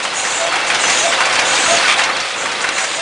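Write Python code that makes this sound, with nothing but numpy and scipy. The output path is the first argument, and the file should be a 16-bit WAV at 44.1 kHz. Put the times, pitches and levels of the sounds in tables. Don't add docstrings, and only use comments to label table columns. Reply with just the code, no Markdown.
import sys
import numpy as np
from scipy import signal
from scipy.fft import rfft, irfft, next_fast_len
from scipy.io import wavfile
from scipy.ndimage import map_coordinates

SR = 44100
rng = np.random.default_rng(int(sys.argv[2]) if len(sys.argv) > 2 else 0)


def put_to_file(sound):
    columns = np.atleast_2d(sound).T
    safe = np.clip(columns, -1, 1)
    whole_steps = np.round(safe * 32767)
    wavfile.write(sys.argv[1], SR, whole_steps.astype(np.int16))


N = 132741

# time in seconds, then bass, middle and upper middle level in dB.
RUNNING_LEVELS = [(0.0, -34, -24, -24), (0.65, -30.5, -19, -21.5), (0.94, -25.5, -19, -16.5),
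                  (1.01, -27.5, -21, -17.5), (1.23, -29, -17, -19), (1.66, -25.5, -18, -16.5),
                  (1.76, -23.5, -17.5, -16), (1.89, -33.5, -18, -15.5), (1.94, -35, -20, -17),
                  (1.96, -27, -19.5, -22.5), (1.98, -34.5, -17.5, -16.5), (2.09, -28.5, -18.5, -24),
                  (2.32, -37, -26.5, -21), (2.37, -29, -22, -25.5), (2.62, -31, -23, -22),
                  (2.65, -31, -18.5, -24), (2.67, -36, -21.5, -23.5), (2.74, -31.5, -22, -23.5),
                  (2.85, -36, -20.5, -21.5), (2.87, -32, -26, -23.5), (3.01, -33, -25.5, -21.5)]
# frequency in Hz, relative gain in dB.
RUMBLE_TONE = [(15, -53), (25, -15), (70, -24.5), (108, -11.5), (181, -9.5), (343, -4.5), (377, -9),
               (522, 0.5), (606, -2), (640, -8), (830, -17), (1410, -120)]
# frequency in Hz, relative gain in dB.
BODY_TONE = [(240, -28), (400, -12), (526, -11), (761, -0.5), (826, -3), (1490, -2.5), (1820, -2.5),
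             (2240, -3.5), (2570, -5.5), (3380, -6), (8320, -18), (9810, -19), (10500, -59), (13600, -77),
             (22000, -120)]
BASS_TRIM_DB, MIDDLE_TRIM_DB, UPPER_TRIM_DB, SPLIT_HZ = -2.5, -2, -2, 2110
# centre in Hz, width in Hz, relative gain in dB.
FRAME_MODES = [(346, 33, -4), (528, 37, 5), (834, 65, -4.5), (1020, 40, -15.5), (1360, 85, -4.5),
               (1527, 29, 4.5), (2220, 160, 1), (2684, 72, 5.5), (3370, 140, -4), (4550, 70, -27)]
FRAME_TRIM_DB = -7
RATTLE_PER_S, RATTLE_SPREAD_DB, RATTLE_T60_S, RATTLE_POWER_SHARE = 220, 0.5, 0.03, 0.3

LINKS_PER_S, LINK_HZ, LINK_SPREAD_OCT, LINK_T60_S, LINK_DB = 260, 1800, 1.4, 0.075, -5

# start in seconds, length in seconds, level in dB.
PUFF_TIMES = [(0.028, 0.023, -27), (0.668, 0.028, -25), (1.321, 0.039, -27), (1.964, 0.051, -30.5),
              (2.614, 0.021, -26)]
# frequency in Hz, relative gain in dB.
AIR_TONE = [(1500, -46), (4000, -5), (7000, 9), (9000, 3.5), (10500, -22.5)]
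PUFF_RAMP_S = 0.0025

# start in seconds, level in dB before the clack trim and the attack,
# treble against body in dB, T60 in seconds, ring of the struck part in Hz.
BLOWS = [(0.05, -4.5, -13, 0.067, 1000), (0.249, -7.5, -3.5, 0.11, 2010), (0.522, -5, -24, 0.11, 1353),
         (0.556, -5, -11, 0.11, 946), (0.7, -2.5, -23, 0.12, 2100), (0.746, -3.5, 0, 0.07, 2300),
         (0.837, -2.5, -28, 0.07, 1400), (0.878, -5.5, -12, 0.14, 1806), (0.899, -6.5, 3, .07, 2050),
         (0.971, -5.5, -2, .06, 3320), (1.123, -4.5, -8, 0.12, 2890), (1.203, 0, -25, 0.099, 950),
         (1.253, -2, -3, 0.058, 2206), (1.326, -4.5, -5, .08, 2300), (1.355, -0.5, -13, 0.058, 2470),
         (1.391, 1, -3, 0.068, 2290), (1.55, -14.5, 12, 0.069, 1510), (1.766, -6.5, -1, .08, 2710),
         (1.881, 0, -13, 0.045, 2300), (1.898, -6.5, -12, .05, 3380), (1.912, -1.5, -8, 0.047, 2250),
         (1.921, -9.5, -9, 0.061, 3320), (1.992, -1.5, -21, 0.13, 1944), (2.036, -8, 5.5, 0.072, 2500),
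         (2.097, -6.5, -21, 0.064, 1350), (2.166, -13, 3, 0.067, 2270), (2.2, -14, 6.5, .07, 2320),
         (2.456, -6, -7.5, 0.076, 1055), (2.514, -12, -4, 0.14, 2200), (2.64, -4, -20, 0.096, 1700),
         (2.689, 1.5, -4.5, 0.028, 1290), (2.78, -5, -11, 0.15, 1894), (2.84, -7, -3, 0.086, 1700),
         (2.912, -11, -3, 0.04, 3600)]
# frequency in Hz, relative gain in dB.
THUD_TONE = [(60, -39), (250, -6.5), (600, -9.5), (1400, 1.5), (2400, 0.5), (4000, -12), (7000, -12.5),
             (10000, -16)]
# frequency in Hz, relative gain in dB.
CRACK_TONE = [(1200, -27), (2500, -10), (4000, -4.5), (6000, -3), (10000, -23)]
CLACK_TRIM_DB, CLACK_RISE_S, RING_TRIM_DB, RING_WAVER_HZ = -9.5, 0.001, -4, 220.7

# start in seconds, length in seconds, level in dB before sag and lift.
VALVE_OPENINGS = [(0.131, 0.38, -27), (0.779, 0.38, -25.5), (1.435, 0.38, -25.5), (2.35, 0.13, -30.5),
                  (2.705, 0.32, -31.5)]
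# centre in Hz, width in Hz, relative gain in dB.
NOZZLE_MODES = [(6050, 60, -0.5), (6555, 90, -0.5), (6890, 99, 1), (7270, 150, -1.5), (7640, 90, -1.5),
                (8240, 100, -3), (9230, 110, -6)]
HISS_RISE_S, HISS_FALL_S, HISS_SAG_DB_PER_S, HISS_LIFT_DB = 0.039, 0.062, -3, 3.5
HISS_AIR_DB, NOZZLE_FLUTTER_DB, NOZZLE_DRIFT = -11.5, 3, 0.005

# start in seconds, level in dB, Hz below its note at the start.
FEED_STEPS = [(0.378, -23, 30), (1.005, -22, 90), (1.666, -20, 15), (2.966, -26.5, 50)]
FEED_HZ, FEED_S, FEED_RAMP_S, FEED_SPINUP_S = 677, 0.115, 0.032, 0.025
FEED_WAVER_HZ, FEED_FLUTTER_DB = 15, 2.5

# start in seconds, length in seconds, pitch in Hz, peak level in dB.
GUIDE_RINGS = [(0.45, 0.05, 3310, -28), (.535, .06, 3380, -28), (1.075, .035, 5510, -27),
               (1.203, .04, 1515, -16.5), (1.232, 0.03, 4550, -26), (1.484, 0.046, 1500, -21.5),
               (1.848, 0.025, 1510, -18), (1.888, 0.05, 1210, -21)]

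# centre in Hz, width in Hz, relative gain in dB.
SCRAPE_MODES = [(1300, 200, -3), (2330, 260, 2.5), (3200, 250, 0), (3520, 210, 0)]
SCRAPE_AT_S, SCRAPE_S, SCRAPE_DB, SCRAPE_GRAIN_DB = 1.88, 0.072, -19.5, 3.5

# frequency in Hz, left-right correlation from 0 to 1.
LIKENESS = [(30, .99), (100, 0.9), (500, 0.99), (2000, 0.99), (8000, 0.95)]
HALL_T60_S, HALL_DB, LEFT_DB = 0.15, -5.5, -0.22
TOP_HZ, CEILING = 10150, 0.85


def amp(db):
    return 10 ** (np.asarray(db) / 20)


def unit(x):
    return x / np.sqrt(np.mean(x ** 2) + 1e-20)


def along(points, hz):
    f, v = np.transpose(points)
    return np.interp(np.log(hz + 1), np.log(f + 1), v)


def clock():
    return np.arange(N) / SR


def wobble(rate):
    return map_coordinates(rng.standard_normal(2000), [clock() * rate], mode="wrap")


def tone(hz):
    return np.sin(2 * np.pi * np.cumsum(hz) / SR)


def filtered(x, response):
    m = next_fast_len(N + SR // 2)
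    return irfft(rfft(x, m) * response(np.fft.rfftfreq(m, 1 / SR)), m)[..., :N]


def rush(gain):
    def mid_side_gain(f):
        turn = np.arccos(np.clip(along(LIKENESS, f), -1, 1)) / 2
        return gain(f) * np.array([np.cos(turn), np.sin(turn)])
    mid, side = filtered(rng.standard_normal((2, N)), mid_side_gain)
    return unit(np.array([mid + side, mid - side]))


def colour(points):
    return lambda f: amp(along(points, f))


def resonances(modes):
    def gain(f):
        peaks = [amp(db) * f * w / (c * c - f * f + 1j * f * w) for c, w, db in modes]
        return np.sqrt(sum(abs(peak) ** 2 for peak in peaks))
    return gain


def gate(start, length, ramp):
    t = clock() - start
    return np.clip(np.minimum(t, length - t) / ramp + 0.5, 0, 1)


def rattle():
    chance, size = rng.random(N), rng.standard_normal(N)
    hits = (chance < RATTLE_PER_S / SR) * amp(RATTLE_SPREAD_DB * np.clip(size, -2, 2)) ** 2
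    decay = amp(-60 * clock() / RATTLE_T60_S) ** 2
    power = abs(signal.fftconvolve(hits, decay)[:N])
    return np.sqrt(1 - RATTLE_POWER_SHARE + RATTLE_POWER_SHARE * power / power.mean())


def drive():
    s, *levels = np.transpose(RUNNING_LEVELS)
    bass, middle, upper = [amp(np.interp(clock(), s, level)) for level in levels]
    low = lambda f: 1 / (1 + (f / SPLIT_HZ) ** 8)
    rumble = amp(BASS_TRIM_DB) * bass * rush(colour(RUMBLE_TONE))
    body = amp(MIDDLE_TRIM_DB) * middle * rush(lambda f: colour(BODY_TONE)(f) * np.sqrt(low(f)))
    body += amp(UPPER_TRIM_DB) * upper * rush(lambda f: colour(BODY_TONE)(f) * np.sqrt(1 - low(f)))
    frame = amp(FRAME_TRIM_DB) * middle * rush(resonances(FRAME_MODES))
    return rumble + rattle() * body + frame


def links():
    t = np.arange(SR // 8) / SR
    out = np.zeros(N + len(t))
    for when, pitch, size in rng.random((int(LINKS_PER_S * N / SR), 3)):
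        hz = LINK_HZ * 2 ** (LINK_SPREAD_OCT * (2 * pitch - 1))
        decay = amp(-10 * size - 60 * t / LINK_T60_S)
        attack = 1 - np.exp(-t * hz)
        out[int(when * N):][:len(t)] += decay * attack * np.sin(2 * np.pi * hz * t)
    s, _, middle, upper = np.transpose(RUNNING_LEVELS)
    level = amp(LINK_DB + np.interp(clock(), s, (middle + upper) / 2))
    return level * unit(out[:N])


def exhaust_puffs():
    flow = sum(amp(db) * gate(s, length, PUFF_RAMP_S) for s, length, db in PUFF_TIMES)
    return flow * rush(colour(AIR_TONE))


def clacks():
    blows, bright, rings = np.zeros((3, N))
    waver = RING_WAVER_HZ * wobble(500)
    for s, db, treble_db, t60, hz in BLOWS:
        t = np.maximum(clock() - s, 0)
        blow = amp(db - 60 * t / max(t60, 0.005)) * (1 - np.exp(-t / CLACK_RISE_S))
        blows += blow
        bright += blow * amp(treble_db)
        rings += blow * np.sqrt(2) * tone(hz + waver)
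    thud = amp(-1.0) * rush(colour(THUD_TONE)) + amp(-14.5) * rush(resonances(FRAME_MODES))
    crack = rush(colour(CRACK_TONE))
    return amp(CLACK_TRIM_DB) * (blows * thud + bright * crack + amp(RING_TRIM_DB) * rings)


def hall(x):
    tail = rng.standard_normal(N) * amp(-60 * clock() / HALL_T60_S)
    return signal.fftconvolve(x, tail[None] / np.linalg.norm(tail), axes=1)[:, :N]


def nozzle_whistle(mode):
    place = np.cumsum(1 + NOZZLE_DRIFT * wobble(10))
    return map_coordinates(rush(resonances([mode]))[0], [place], mode="mirror", order=2)


def valve_hiss():
    t, flow = clock(), 0
    for s, length, db in VALVE_OPENINGS:
        swell = np.minimum((t - s) / HISS_RISE_S, (s + length - t) / HISS_FALL_S)
        flow = flow + amp(db + HISS_SAG_DB_PER_S * (t - s)) * np.clip(swell, 0, 1)
    flutter = lambda mode: amp(mode[2] + NOZZLE_FLUTTER_DB * wobble(16))
    whistles = unit(sum(flutter(mode) * nozzle_whistle(mode) for mode in NOZZLE_MODES))
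    hiss = whistles + amp(HISS_AIR_DB) * rush(colour(AIR_TONE))
    return flow * amp(HISS_LIFT_DB + 0.92 * wobble(29.2)) * hiss


def feed_motor():
    out = np.zeros(N)
    for s, db, below_hz in FEED_STEPS:
        t = np.maximum(clock() - s, 0)
        hz = FEED_HZ - below_hz * np.exp(-t / FEED_SPINUP_S) + FEED_WAVER_HZ * wobble(110)
        swell = np.clip(np.minimum(t, FEED_S - t) / FEED_RAMP_S, 0, 1)
        out += amp(db + FEED_FLUTTER_DB * wobble(110)) * swell * tone(hz)
    return np.sqrt(2) * out


def guides():
    out = np.zeros(N)
    for s, length, hz, db in GUIDE_RINGS:
        note = tone(hz * (1 + 0.023 * wobble(300)))
        out += amp(db + 1.2 * wobble(120)) * gate(s, length, 0.012) * note
    return out


def pusher():
    slips = unit(amp(SCRAPE_GRAIN_DB * wobble(260)))
    return amp(SCRAPE_DB) * gate(SCRAPE_AT_S, SCRAPE_S, 0.008) * slips * rush(resonances(SCRAPE_MODES))


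def scene():
    struck = clacks() + feed_motor() + guides() + pusher()
    machine = drive() + links() + exhaust_puffs() + valve_hiss() + struck
    return (machine + amp(HALL_DB) * hall(struck)) * amp([[LEFT_DB], [-LEFT_DB]])


def record(dry):
    soft = dry / (1 + (dry / CEILING) ** 8) ** (1 / 8)
    return filtered(soft, lambda f: np.clip((TOP_HZ - f) / 200 + 0.5, 0, 1))


dry = scene()
out = record(dry)
put_to_file(out)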